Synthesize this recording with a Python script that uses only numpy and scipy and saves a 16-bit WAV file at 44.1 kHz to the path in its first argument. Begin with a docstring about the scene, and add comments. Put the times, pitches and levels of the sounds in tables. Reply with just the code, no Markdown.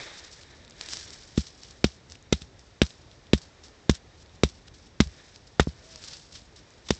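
"""A hand-held stone drives a short wooden stake into damp soil, outdoors, close to the microphone.
Each blow is a splintery crack (clicks ringing the stone), a dull knock and slower waves through the ground
(fading sines). Stems snap with short ticks and fizz. Grass rustles as tiny ringing clicks, and clothing as
filtered noise, when the arms move or a blow shakes the grass. A far dove coos once, a gliding sine,
over a quiet rumble and a hiss of leaves, both made of filtered noise."""
import sys
import numpy as np
from scipy import signal
from scipy.fft import rfft, irfft, next_fast_len
from scipy.io import wavfile

SR = 44100
rng = np.random.default_rng(int(sys.argv[2]) if len(sys.argv) > 2 else 0)


def inscribe(sig):
    """Save sig as 16-bit PCM at rate SR to the path in sys.argv[1].

    A 1-D sig is mono; a 2-D sig holds one channel per row.
    Samples are clipped to [-1, 1] before scaling.
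    """
    pcm = np.round(np.clip(np.atleast_2d(sig).T, -1, 1) * 32767)
    wavfile.write(sys.argv[1], SR, pcm.astype(np.int16))


def decibels_to_gain(level_db):
    """Convert a level in decibels to a linear amplitude gain (20 dB per decade)."""
    exponent = np.asarray(level_db, float) / 20
    return 10 ** exponent


N = 308259   # length in samples, about 7 s

# far traffic and wind: (t/s, level/dB)
RUMBLE_LEVEL = [(0.0, -60), (0.43, -57), (1.26, -56), (1.5, -56.5), (3.5, -56.5), (6.99, -56.5)]
# tone colour of the outdoor air, relative: (f/Hz, level/dB per Hz)
AIR_COLOUR = [(15, -33.5), (25, -13.5), (49, 1), (81, 1.5), (212, -8.5), (411, -8), (1070, -17),
              (1980, -20), (2860, -22), (5540, -22), (7440, -28.5), (8210, -27), (8840, -49.5),
              (11500, -66)]
# grass brushed by an arm or shaken by a blow:
# (loudest t/s, level/dB, time to swell by 20 dB/ms, time to fade by 20 dB/ms)
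GRASS_SWISHES = [(0.0, -43, 48, 298), (0.192, -43.5, 72, 28), (0.24, -48.5, 70, 110), (0.316, -48, 25, 200),
                 (0.432, -52.5, 40, 138), (0.56, -58, 40, 202), (0.81, -48.5, 84, 297),
                 (0.888, -40.5, 15, 11), (0.938, -38, 113, 207), (1.08, -50.5, 300, 900),
                 (1.388, -38, 33, 73), (1.469, -47, 11, 33), (1.632, -51.5, 160, 220), (1.71, -46, 8, 8),
                 (1.865, -43, 26, 95), (2.122, -51, 50, 65), (2.156, -49, 14, 8), (2.345, -47.5, 38, 112),
                 (2.424, -47.5, 48, 29), (2.596, -59.5, 35, 300), (2.84, -48.5, 23, 197),
                 (2.912, -51, 100, 46), (3.113, -60, 20, 150), (3.355, -51, 30, 100), (3.386, -51, 70, 35),
                 (3.418, -52.5, 15, 93), (3.636, -49, 8, 70), (3.918, -42.5, 20, 30),
                 (3.952, -40.5, 41, 29), (4.228, -55, 122, 9), (4.36, -57, 78, 8), (4.455, -46.5, 28, 155),
                 (4.684, -49, 20, 2), (4.74, -54.5, 8, 125), (4.868, -55, 80, 25), (5.025, -47, 30, 102),
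                 (5.146, -56.5, 80, 700), (5.358, -59, 50, 56), (5.474, -50.5, 12, 20), (5.62, -46, 21, 41),
                 (5.693, -52, 110, 62), (5.84, -57.5, 45, 600), (5.965, -53.5, 300, 296),
                 (6.045, -49, 60, 400), (6.141, -44, 300, 111), (6.326, -49, 1, 16), (6.354, -39.5, 21, 50),
                 (6.41, -56.5, 100, 100), (6.562, -47.5, 7, 65), (6.75, -64, 600, 603),
                 (6.872, -52, 28, 202), (6.934, -43.5, 80, 92)]
# tone colour of rubbing grass, relative: (f/Hz, level/dB per Hz)
GRASS_COLOUR = [(880, -18.5), (1500, -12.5), (2320, -15.5), (4210, -7), (5420, -4.5), (6620, -10),
                (7510, -9), (8840, -5.5), (11500, -57.5), (19400, -120)]
# cloth moving: (t/s, level/dB)
CLOTH_LEVEL = [(0.0, -40.5), (0.068, -45.5), (0.26, -52.5), (0.4, -62), (0.52, -57), (0.7, -64),
               (0.82, -51.5), (1.242, -60.5), (1.4, -66.5), (4.97, -67.5), (5.19, -58.5), (5.44, -67.5),
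               (5.9, -63), (6.08, -59), (6.3, -70), (6.99, -62.5)]
# tone colour of rubbing cloth, relative: (f/Hz, level/dB per Hz)
CLOTH_COLOUR = [(200, -11.5), (500, -5), (1150, -10.5), (1500, -7), (1800, -0.5), (2000, -4.5),
                (2200, -4.5), (2450, -7), (2800, -17.5), (3800, -3), (5000, -27)]
# stems and splinters snapping: (t/s, level/dB, f/Hz)
STEM_SNAPS = [(0.434, -35, 3790), (0.649, -36, 4300), (0.6787, -36, 3950), (0.6983, -36, 7150),
              (0.7085, -32, 5260), (0.7224, -39, 3520), (0.8113, -13.5, 4560), (0.8612, -25, 5000),
              (0.8874, -21, 4000), (0.9105, -29, 5510), (0.9346, -13, 5160), (0.9553, -30, 5600),
              (0.9705, -18, 5240), (1.011, -34, 4420), (1.1052, -25.5, 5200), (1.224, -37, 3750),
              (1.4695, -30.5, 4360), (1.6342, -27.5, 5400), (1.709, -34, 5880), (2.0993, -32.5, 5500),
              (2.121, -24, 5400), (2.1545, -35.5, 2750), (2.4197, -27, 3730), (2.5937, -35.5, 5600),
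              (2.8198, -11, 3800), (2.8333, -18.5, 3860), (2.866, -26.5, 4230), (2.9058, -33, 3940),
              (3.1145, -38, 3580), (3.378, -28, 5400), (3.417, -34.5, 4200), (3.638, -36, 5500),
              (3.8985, -14.5, 2200), (3.8986, -14, 6000), (3.912, -16.5, 5800), (4.437, -10, 6200),
              (4.4895, -30, 5500), (4.6818, -38.5, 3180), (5.0076, -7.5, 4200), (5.0099, -11, 4600),
              (5.0364, -35, 3530), (5.0731, -32.5, 5220), (5.3607, -31.5, 4500), (5.5979, -12.5, 2960),
              (5.6056, -11.5, 7300), (5.6306, -28, 5580), (5.692, -33.5, 4140), (5.9588, -25, 5070),
              (6.0394, -25, 4300), (6.0852, -30, 4200), (6.1339, -26, 4930), (6.1695, -30, 5030),
              (6.324, -32.5, 5330), (6.351, -44, 4660), (6.8863, -29, 5470), (6.89, -27.5, 5470),
              (6.9085, -16, 4020)]
# wood fibres under the stone: (first touch t/s, delay of the tick/ms, tick level/dB, tick f/Hz,
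# crunch strength/dB)
FIBRE_CRACKS = [(1.3753, 3.2, -16, 4200, -31.5), (1.8417, 1.46, 6, 3300, -22),
                (2.3241, 3.5, 0.5, 5600, -21.5), (2.8163, 0.88, 6, 2860, -17),
                (3.3326, 1.133, 2.5, 3230, -19.5), (3.894, 1.24, -13, 1640, -21),
                (4.434, 0.83, -2.5, 1320, -19.5), (5.0029, 0.4, -4, 1780, -17),
                (5.5964, 0.78, -3, 1310, -14.5), (6.8668, 2.6, -45, 5600, -49),
                (6.886, 4.7, -45, 5500, -39.5), (6.9045, 1.83, -7, 1920, -24)]
# tones of the stone, relative: (f/Hz, level/dB, time to fade by 60 dB/s)
STONE_MODES = [(1413, -2, 0.0019), (2210, -1.5, 0.002), (3750, 4.5, 0.0032), (5600, -1, 0.0031),
               (7660, -9, .003)]
# full blows: (t/s, knock strength/dB, knock f/Hz, ground strength/dB, contact time/ms)
FULL_BLOWS = [(1.3779, -8.8, 299, -7.4, 1.8), (1.8435, -5.8, 336, -8.7, 1.2),
              (2.3262, -5.6, 414, -8.9, 1.4), (2.8178, -5.8, 327, -5.3, .4), (3.3341, -3.4, 338, -5.1, .4),
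              (3.8954, -5.5, 308, -2.9, .6), (4.4354, -5.1, 391, -4.9, .7), (5.0036, -5.1, 255, -5.1, 1.7),
              (5.5976, -5.2, 400, -3.8, .4), (6.9066, -7.7, 401, -13, 1.4)]
# the stone drops back: (t/s, knock strength/dB, ground strength/dB, contact time/ms)
STONE_REBOUNDS = [(2.4177, -35.5, -28.5, 1.5), (5.0620, -45, -15.5, 8.1), (5.6718, -16.5, -12.5, 0.26)]
# the stake's own slower wave, level relative to its push:
# (f/Hz, level/dB, time to fade by 60 dB/s, lag/ms, first swing +1 or -1)
STAKE_MODES = [(203, -3.6, .044, 1.28, -1)]
# still slower waves through the soil, which reach the microphone later, level relative to their push:
# (f/Hz, level/dB, time to fade by 60 dB/s, lag/ms, first swing +1 or -1)
GROUND_MODES = [(158, -10, .064, 2.33, -1), (77.5, -10.7, .08, 3.31, -1), (62.2, -8.4, .082, 4.22, 1)]


def rms_one(x):
    """Scale a sound so that its rms (average strength) is 1."""
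    return x / np.sqrt(np.mean(x ** 2) + 1e-20)


def level_curve(rows):
    """Join the points (t/s, level/dB) with straight lines, one value per sample."""
    s, level_db = np.transpose(rows)
    return np.interp(np.arange(N) / SR, s, level_db)


def drift(rate_hz):
    """A smooth random wander of spread 1: noise through a low-pass filter, worked out every 40 samples."""
    pole = np.exp(-2 * np.pi * rate_hz * 40 / SR)
    noise = rng.standard_normal(N // 40 + 2002)
    slow = signal.lfilter([1], [1, -2 * pole, pole * pole], noise)[2000:]   # leave out the filter's start
    return np.interp(np.arange(N) / 40, np.arange(len(slow)), rms_one(slow - slow.mean()))


def ring(clicks, hz, t60):
    """Each click of height 1 sets off a sine of height 1 that fades by 60 dB in t60 seconds."""
    pole, turn = decibels_to_gain(-60 / (t60 * SR)), 2 * np.pi * hz / SR
    return signal.lfilter([0, np.sin(turn)], [1, -2 * pole * np.cos(turn), pole * pole], clicks + 1e-18)


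def coloured(x, colour):
    """Shape the strength of each frequency, as an equaliser does; white noise keeps its rms."""
    hz, db = np.transpose(colour)
    size = next_fast_len(len(x))
    bins_hz = np.maximum(np.arange(size // 2 + 1) * SR / size, 1)
    gain = decibels_to_gain(np.interp(np.log(bins_hz), np.log(hz), db))
    return irfft(rfft(x, size) * rms_one(gain), size)[:len(x)]


def grains(length, per_s, spread_db):
    """Random clicks of very uneven size and either sign, like many tiny breaks; rms 1."""
    sizes = decibels_to_gain(spread_db * np.minimum(rng.exponential(1, length), 5))
    signs = rng.choice([-1, 1], length)
    return rms_one(sizes * signs * (rng.random(length) < per_s / SR))


def add(out, s, piece):
    """Mix a short sound into out, starting at s seconds."""
    i = round(s * SR)
    out[i:i + len(piece)] += piece[:N - i]


def air():
    """A nearly steady hiss of leaves over an unrelated low rumble that comes and goes."""
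    air_db = -55.5   # low and high part together, before the low part is replaced by the rumble
    parts = []
    for kind in ("low", "high"):
        split = signal.butter(2, 300, kind, fs=SR, output="sos")
        noise = rms_one(coloured(rng.standard_normal(N), AIR_COLOUR))
        parts.append(signal.sosfilt(split, noise))
    low, high = parts
    rumble = decibels_to_gain(level_curve(RUMBLE_LEVEL) + 1.1 * drift(5.2)) * rms_one(low)
    leaves = decibels_to_gain(air_db + 0.73 * drift(0.83)) * high
    return rumble + leaves


def dove():
    """One soft, nearly pure note that arches in pitch and level."""
    start_s, length_s = 5.805, .205
    end_db, swell_db = -66, 4     # level at both ends, rise to the middle
    end_hz, arch_hz = 600, 53.3   # pitch at both ends, rise to the middle
    since = np.arange(N) / SR - start_s
    arch = np.sin(np.pi * np.clip(since / length_s, 0, 1))
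    gate = np.clip(np.minimum(since, length_s - since) / 0.013, 0, 1)   # 13 ms fades, silence outside
    phase = 2 * np.pi * np.cumsum(end_hz + arch_hz * arch) / SR
    return np.sqrt(2) * gate * decibels_to_gain(end_db + swell_db * arch) * np.sin(phase)   # sqrt(2): levels are rms


def swishing():
    """Strength of the grass: each swish swells and fades evenly in dB; overlapping ones add in power."""
    resting_db = -73.5   # grass left alone
    steps = np.arange(0, N + 40, 40)
    power = decibels_to_gain(resting_db) ** 2
    for s, db, swell_ms, fade_ms in GRASS_SWISHES:
        since_ms = (steps / SR - s) * 1000
        drop_db = 20 * np.maximum(-since_ms / swell_ms, since_ms / fade_ms)
        power = power + decibels_to_gain(db - drop_db) ** 2
    return np.interp(np.arange(N), steps, np.sqrt(power))


def rustle():
    """Blades rub in clumps of tiny clicks, each blade size with its own pitch; cloth gives a duller swish."""
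    shared, blades = drift(45), 0
    for hz in np.geomspace(2500, 8200, num=9):
        clumps = decibels_to_gain(2.0 * shared + 3.0 * drift(30))
        clicks = clumps * grains(N, 1500, spread_db=2.0)
        blade = ring(clicks, hz, 4.6 / hz)   # fades by 60 dB in 4.6 cycles
        blades = blades + rms_one(blade) * np.sqrt(hz)
    grass = swishing() * rms_one(coloured(blades, GRASS_COLOUR))
    moving = decibels_to_gain(level_curve(CLOTH_LEVEL) + 1.8 * drift(25))
    cloth = moving * rms_one(coloured(rng.standard_normal(N), CLOTH_COLOUR))
    return grass + cloth


def snaps():
    """Something dry breaks: a few cycles at its own pitch and a short fizz; faint ones come at random."""
    faint_per_s, faint_db = 2, -42          # faint levels spread 4 dB either way
    usual_cycles, cycles_per_db = 10.3, -.2   # cycles to fade by 60 dB at -30 dB; harder breaks ring shorter
    out, t = np.zeros(N), np.arange(round(.03 * SR)) / SR
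    faint = []
    for when, loudness, pitch in rng.random((round(faint_per_s * N / SR), 3)):
        faint.append((when * N / SR, faint_db + 8 * (loudness - .5), 3500 * 2 ** pitch))
    for s, level_db, hz in STEM_SNAPS + faint:
        cycles = usual_cycles + cycles_per_db * (level_db + 30)
        tick = np.sin(2 * np.pi * hz * t) * decibels_to_gain(-60 * t * hz / cycles)
        noise = rng.standard_normal(len(t)) * decibels_to_gain(-60 * t / 0.012)
        fizz = np.diff(noise, prepend=0)   # differences make the noise bright
        add(out, s, decibels_to_gain(level_db) * (1.18 * tick + 0.42 * fizz))
    return out


def cracks():
    """Fibres crackle from first touch, the stone's edge ticks, and the crushing rings the stone in clumps."""
    # light crushing is bright (dB per octave); above heavy_db each dB dulls it by so many dB per octave
    light_tilt_db, heavy_db, dulling = 2.5, -20.5, 1.5
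    out, t = np.zeros(N), np.arange(round(.1 * SR)) / SR
    for s, tick_ms, tick_db, tick_hz, crunch_db in FIBRE_CRACKS:
        tilt_db = light_tilt_db - dulling * max(crunch_db - heavy_db, 0)
        since = t - tick_ms / 1000
        after = np.maximum(since, 0)
        # the tick fades by 60 dB in 3.86 cycles
        tick = -np.sin(2 * np.pi * tick_hz * after) * decibels_to_gain(tick_db - 60 * after * tick_hz / 3.86)
        # crushing is even until the tick, then dies away fast with a weaker, longer tail
        dying = decibels_to_gain(-60 * after / 0.023) + decibels_to_gain(-18.0 - 60 * after / 0.11)
        crush = np.where(since < 0, decibels_to_gain(-1.0), dying)
        fibres = 0
        for hz, level_db, t60 in STONE_MODES:   # every mode is struck by grains of its own
            clicks = crush * grains(len(t), 4000, spread_db=4.0)
            mode_db = level_db + tilt_db * np.log2(hz / 3000) - 11.5
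            fibres = fibres + decibels_to_gain(mode_db) * ring(clicks, hz, t60)
        add(out, s, tick + decibels_to_gain(crunch_db) * fibres)
    return out


def thuds():
    """Every blow knocks the stake's head and pushes the same modes below it; a longer contact sounds duller."""
    knock_db, knock_t60_s = 4.4, .011
    # a glancing blow knocks higher and drives the stake less:
    # the stake is pushed as hard as the knock at square_hz, then changes by so many dB per octave
    square_hz, glance_db_per_oct = 325, -10.5
    rebound_hz, rebound_stake_db = 262, -4.5   # stake push against the knock
    hits = []
    for s, db, hz, ground_db, contact_ms in FULL_BLOWS:
        stake_db = db + glance_db_per_oct * np.log2(hz / square_hz)
        hits.append((s, db, hz, stake_db, ground_db, contact_ms))
    for s, db, ground_db, contact_ms in STONE_REBOUNDS:
        hits.append((s, db, rebound_hz, db + rebound_stake_db, ground_db, contact_ms))

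    out, t = np.zeros(N), np.arange(-200, round(.2 * SR)) / SR   # starts early to leave room for the contact
    for s, head_db, head_hz, stake_db, ground_db, contact_ms in hits:
        body, head = 0, [(head_hz, knock_db, knock_t60_s, 0, 1)]
        for push_db, modes in [(head_db, head), (stake_db, STAKE_MODES), (ground_db, GROUND_MODES)]:
            for hz, level_db, t60, lag_ms, swing in modes:
                since = np.maximum(t - lag_ms / 1000, 0)
                fading = decibels_to_gain(push_db + level_db - 60 * since / t60)
                body = body + swing * fading * np.sin(2 * np.pi * hz * since)
        # one smooth push as long as the contact smears the body's sound
        force = np.cos(np.pi * np.clip(t[:401] * 1000 / contact_ms, -.5, .5)) ** 2
        add(out, s + t[0], np.convolve(body, force / force.sum(), "same"))
    return out


def scene():
    """All sources in one microphone."""
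    return (thuds() + cracks() + snaps() + rustle() + dove() + air())[None]


def roll_off(x):
    """The treble ends steeply here."""
    return signal.sosfilt(signal.butter(12, 8990, fs=SR, output="sos"), x)


def record(dry):
    """Peaks overload the input and are flattened, then the top of the treble is cut."""
    limit, stop_hz = .63, 9434   # largest height; from stop_hz up the filter takes off at least 60 dB
    clipped = dry / (1 + np.abs(dry / limit) ** 12) ** (1 / 12)
    low_pass = signal.cheby2(10, 60, stop_hz, fs=SR, output="sos")
    finished = signal.sosfilt(low_pass, clipped)
    return roll_off(finished)


dry = scene()
out = record(dry)
inscribe(out)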